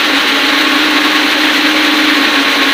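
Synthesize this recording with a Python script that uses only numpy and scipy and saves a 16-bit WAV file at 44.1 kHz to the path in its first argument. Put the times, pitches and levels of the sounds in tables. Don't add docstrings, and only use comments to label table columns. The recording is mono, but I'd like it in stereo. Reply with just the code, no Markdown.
import sys
import numpy as np
from scipy import signal
from scipy.fft import rfft, irfft, next_fast_len
from scipy.io import wavfile
from scipy.ndimage import uniform_filter1d

SR = 44100
rng = np.random.default_rng(int(sys.argv[2]) if len(sys.argv) > 2 else 0)


def dump(signal):
    limited = np.clip(np.atleast_2d(signal).T, -1, 1)
    pcm = np.round(limited * 32767).astype(np.int16)
    wavfile.write(sys.argv[1], SR, pcm)


def gain_from_decibels(decibels):
    exponent = np.asarray(decibels, float) / 20
    return 10 ** exponent


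N = 120393
T = np.arange(N) / SR
M = next_fast_len(N)
F = np.arange(1, M // 2 + 2) * SR / M
SWELL_DB = 2.5


def level(x, db):
    return x * gain_from_decibels(db) / np.sqrt(np.mean(x ** 2))


def shaped(x, gain):
    return irfft(rfft(x, M) * gain, M)[..., :N]


def colour(x, points, peaks=()):
    hz_points, db_points = np.array(points, float).T
    db = np.interp(np.log(F), np.log(hz_points), db_points)
    below = np.maximum(hz_points[0] / F, 1)
    above = np.maximum(F / hz_points[-1], 1)
    db = db - 40 * np.log2(below * above)
    for hz, width, peak_db in peaks:
        db = db + peak_db / (1 + (2 * (F - hz) / width) ** 2)
    return shaped(x, gain_from_decibels(db))


def walk(rate_hz):
    hold = int(SR / rate_hz)
    steps = np.repeat(rng.standard_normal(N // 100), hold)[:N]
    smooth = uniform_filter1d(uniform_filter1d(steps, hold), hold)
    return (smooth - smooth.mean()) / smooth.std()


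def flicker(rate_hz):
    quick = walk(rate_hz)
    quick = quick - uniform_filter1d(quick, int(SR * .11))
    return quick / quick.std()


def curve(rows):
    times, values = np.array(rows).T
    return np.interp(T, times, values)


def tone(hz, db, wobble, swell_db):
    turns = np.cumsum(hz * (1 + wobble * walk(5))) / SR + rng.random()
    loudness = gain_from_decibels(db + swell_db * walk(3.87))
    return np.sqrt(2) * loudness * np.sin(2 * np.pi * turns)


def banded(x, lo_hz, hi_hz, shared_db):
    neighbour_db, own_db = .35, .6
    octaves = np.log2(F)
    out, last = 0, flicker(18)
    for centre in np.arange(np.log2(lo_hz), np.log2(hi_hz), 1 / 3):
        new = flicker(18)
        share = np.cos(np.pi / 2 * np.clip(3 * (octaves - centre), -1, 1)) ** 2
        swell_db = shared_db + neighbour_db * (last + new) + own_db * flicker(24.9)
        out = out + shaped(x, share) * gain_from_decibels(swell_db)
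        last = new
    return out


def hall_roar():
    # hz, density_db [dB per Hz]
    roar_colour = [(190, -23), (330, -4), (383, -6.5), (652, -8.5), (1100, -7.5), (1290, -6.5),
                   (1660, -1.5), (3990, -6), (5200, -22), (6760, -30), (11400, -120)]
    # centre_hz, width_hz, gain_db
    body_peaks = [(1092, 50, 5), (1390, 70, 3), (670, 90, -3), (3250, 200, 1.5), (4100, 400, 3),
                  (278, 30, 5), (555, 50, 3)]
    # hz, density_db [dB per Hz]
    hiss_colour = [(4000, -15), (4800, -6), (6200, -2.5), (6920, -9), (7890, -11), (9880, -11),
                   (12400, -14), (14300, -12), (15500, -8.5)]
    # hz, density_db [dB per Hz]
    rumble_colour = [(20, -17), (70, -19), (90, -18.5), (135, -21), (175, -11.5), (230, -2.5), (330, -2.5),
                     (420, -44)]
    common_db = .35 * flicker(39.93) + .7 * flicker(90)
    body = banded(colour(rng.standard_normal(N), roar_colour, body_peaks), 192, 9000, common_db)
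    hiss_db = common_db + .8 * flicker(40)
    hiss = banded(colour(rng.standard_normal(N), hiss_colour), 3200, 21000, hiss_db)
    rumble = colour(rng.standard_normal(N), rumble_colour)
    return level(body, -11.5) + level(hiss, -30) + level(rumble, -32.5)


def drive_whines():
    # pitch_hz, level_db
    whines = [(1658, -32), (781, -40), (229, -42), (4017, -38), (2143, -33), (449, -39), (2302, -37)]
    return sum(tone(hz, db, 0.00074, SWELL_DB) for hz, db in whines)


def belt_whine():
    # time_s, level_db
    belt_load = [(0.0, -36), (0.03, -48), (0.19, -26.5), (1.09, -33), (1.13, -20), (1.41, -31), (1.44, -30),
                 (1.71, -39), (1.73, -24), (2.08, -40), (2.23, -19.5), (2.27, -30), (2.68, -29),
                 (2.73, -33)]
    return tone(1089, curve(belt_load) - 1.5, 0.00318, 2.4)


def neighbour_frames():
    # spindle_hz, level_db, overtones_db
    frames_near_by = [(270.2, -32, -39.5), (275.1, -27.5, -39.5), (280.45, -27, -35.5), (285, -28, -38)]
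    # multiple [of spindle pitch], level_db [added to overtones_db]
    frame_overtones = [(2, -1.5), (3, 0), (4, 2), (5, -2), (6, -17), (7, -2.5)]
    out = 0
    for hz, db, over_db in frames_near_by:
        out = out + tone(hz, db, 0.0019, SWELL_DB)
        out = out + sum(tone(k * hz, over_db + d, .0012, SWELL_DB) for k, d in frame_overtones)
    return out


def travellers(count=8, order=55):
    # time_s, speed_hz [turns a second]
    speed = [
        (0, 299),
        (1.4, 300.9),
        (2.73, 300),
    ]
    # hz, gain_db
    tick_colour = [(4500, -14), (5700, 3), (7200, -6.5), (9000, -9), (11500, -16), (13000, -8), (14400, -2),
                   (15500, -4)]
    # time_s, level_db
    whistle = [
        (0.0, -48),
        (0.2, -44),
        (0.92, -49),
        (2.34, -45),
        (2.37, -49),
        (2.57, -43),
        (2.65, -48),
        (2.73, -42),
    ]
    ring_hz, ring_width_hz = 14435, 120
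    ticks = 0
    for _ in range(count):
        own_speed = curve(speed) * (1 + .0015 * walk(6))
        half_turn = np.pi * (np.cumsum(own_speed) / SR + rng.random())
        pulses = np.sin((2 * order + 1) * half_turn) / (np.sin(half_turn) + 1e-9)
        ticks = ticks + gain_from_decibels(2.8 * walk(8.7)) * pulses
    ring_band = [(ring_hz - ring_width_hz, 0), (ring_hz + ring_width_hz, 0)]
    ring = colour(ticks, ring_band, [(ring_hz, ring_width_hz, 40)])
    return level(colour(ticks, tick_colour), -38) + level(ring, -2.5) * gain_from_decibels(curve(whistle))


def near_spindles():
    # time_s, level_db
    near_hum = [(0.0, -30), (0.13, -21), (0.36, -36), (0.38, -24), (0.88, -19.5), (1.27, -18), (1.3, -23),
                (1.44, -15), (1.5, -21.5), (2.06, -15.5), (2.35, -23.5), (2.45, -32), (2.58, -23),
                (2.73, -27)]
    # multiple [of spindle pitch], level_db
    near_overtones = [(2, -37), (3, -37), (4, -34), (5, -31), (6, -31), (7, -37), (8, -36), (9, -39),
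                      (10, -39)]
    spindle_hz = 305.5
    hum = tone(spindle_hz, curve(near_hum), .0012, 0.9)
    return hum + sum(tone(k * spindle_hz, db, 0.00066, SWELL_DB) for k, db in near_overtones)


def scene():
    background = hall_roar() + drive_whines() + belt_whine() + neighbour_frames()
    return np.tile(background + travellers() + near_spindles(), (2, 1))


def emptied(x):
    # middle_s, band_number, length_s
    dropouts = [(.029, 17, .023), (.215, 17, .023), (.337, 17, .023), (.406, 17, .023), (.917, 17, .023),
                (1.341, 17, .046), (1.457, 17, .093), (1.782, 17, .046), (2.061, 17, .046),
                (2.473, 17, .023), (2.595, 17, .046), (.075, 18, .023), (.151, 18, .023), (.505, 18, .093),
                (.691, 18, .046), (.877, 18, .046), (1.033, 18, .023), (1.115, 18, .046), (1.283, 18, .023),
                (1.596, 18, .046), (1.736, 18, .046), (1.863, 18, .023), (2.339, 18, .046),
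                (2.403, 18, .023), (.168, 19, .023), (.238, 19, .023), (.737, 19, .046), (2.026, 19, .023),
                (2.374, 19, .023), (2.566, 16, .023)]
    band_hz, fade_s = SR / 64, 1024 / SR
    out = x
    for band in range(16, 20):
        gate = 0
        for middle, number, length in dropouts:
            if number == band:
                rise = np.clip(.5 + (length / 2 - abs(T - middle)) / fade_s, 0, 1)
                gate = gate + np.sin(np.pi / 2 * rise) ** 2
        out = out - gate * shaped(x, (F > band * band_hz) & (F < (band + 1) * band_hz))
    return out


def parted():
    # middle_s, low_hz, high_hz, half_length_s, level_db
    patches = [(.158, 5600, 8300, .03, -35), (.6, 12400, 13900, .03, -47), (.715, 4100, 5300, .03, -32),
               (.715, 7600, 9000, .03, -45), (1.04, 4100, 5300, .03, -28), (2.294, 13100, 14500, .03, -45),
               (2.34, 8300, 9700, .03, -43), (2.34, 10300, 11800, .03, -45), (2.456, 4700, 6400, .03, -35),
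               (2.456, 8300, 11100, .03, -42), (2.503, 4700, 5800, .03, -34)]
    out = 0
    for middle, lo, hi, length, db in patches:
        band = shaped(rng.standard_normal(N), (F > lo) & (F < hi))
        fade = np.cos(np.pi / 2 * np.clip((T - middle) / length, -1, 1)) ** 3
        out = out + level(band, db) * fade
    return out * np.array([[1], [-1]])


def band_limit(x):
    return signal.sosfilt(signal.butter(12, 16660, fs=SR, output="sos"), x)


def record(dry):
    ceiling, top_hz = 1.13, 15504
    limited = dry / (1 + np.abs(dry / ceiling) ** 4.3) ** (1 / 3.2)
    top_cut = signal.ellip(12, .1, 60, top_hz - 30, fs=SR, output="sos")
    mix = emptied(signal.sosfiltfilt(top_cut, limited)) + parted()
    return band_limit(mix)


dry = scene()
out = record(dry)
dump(out)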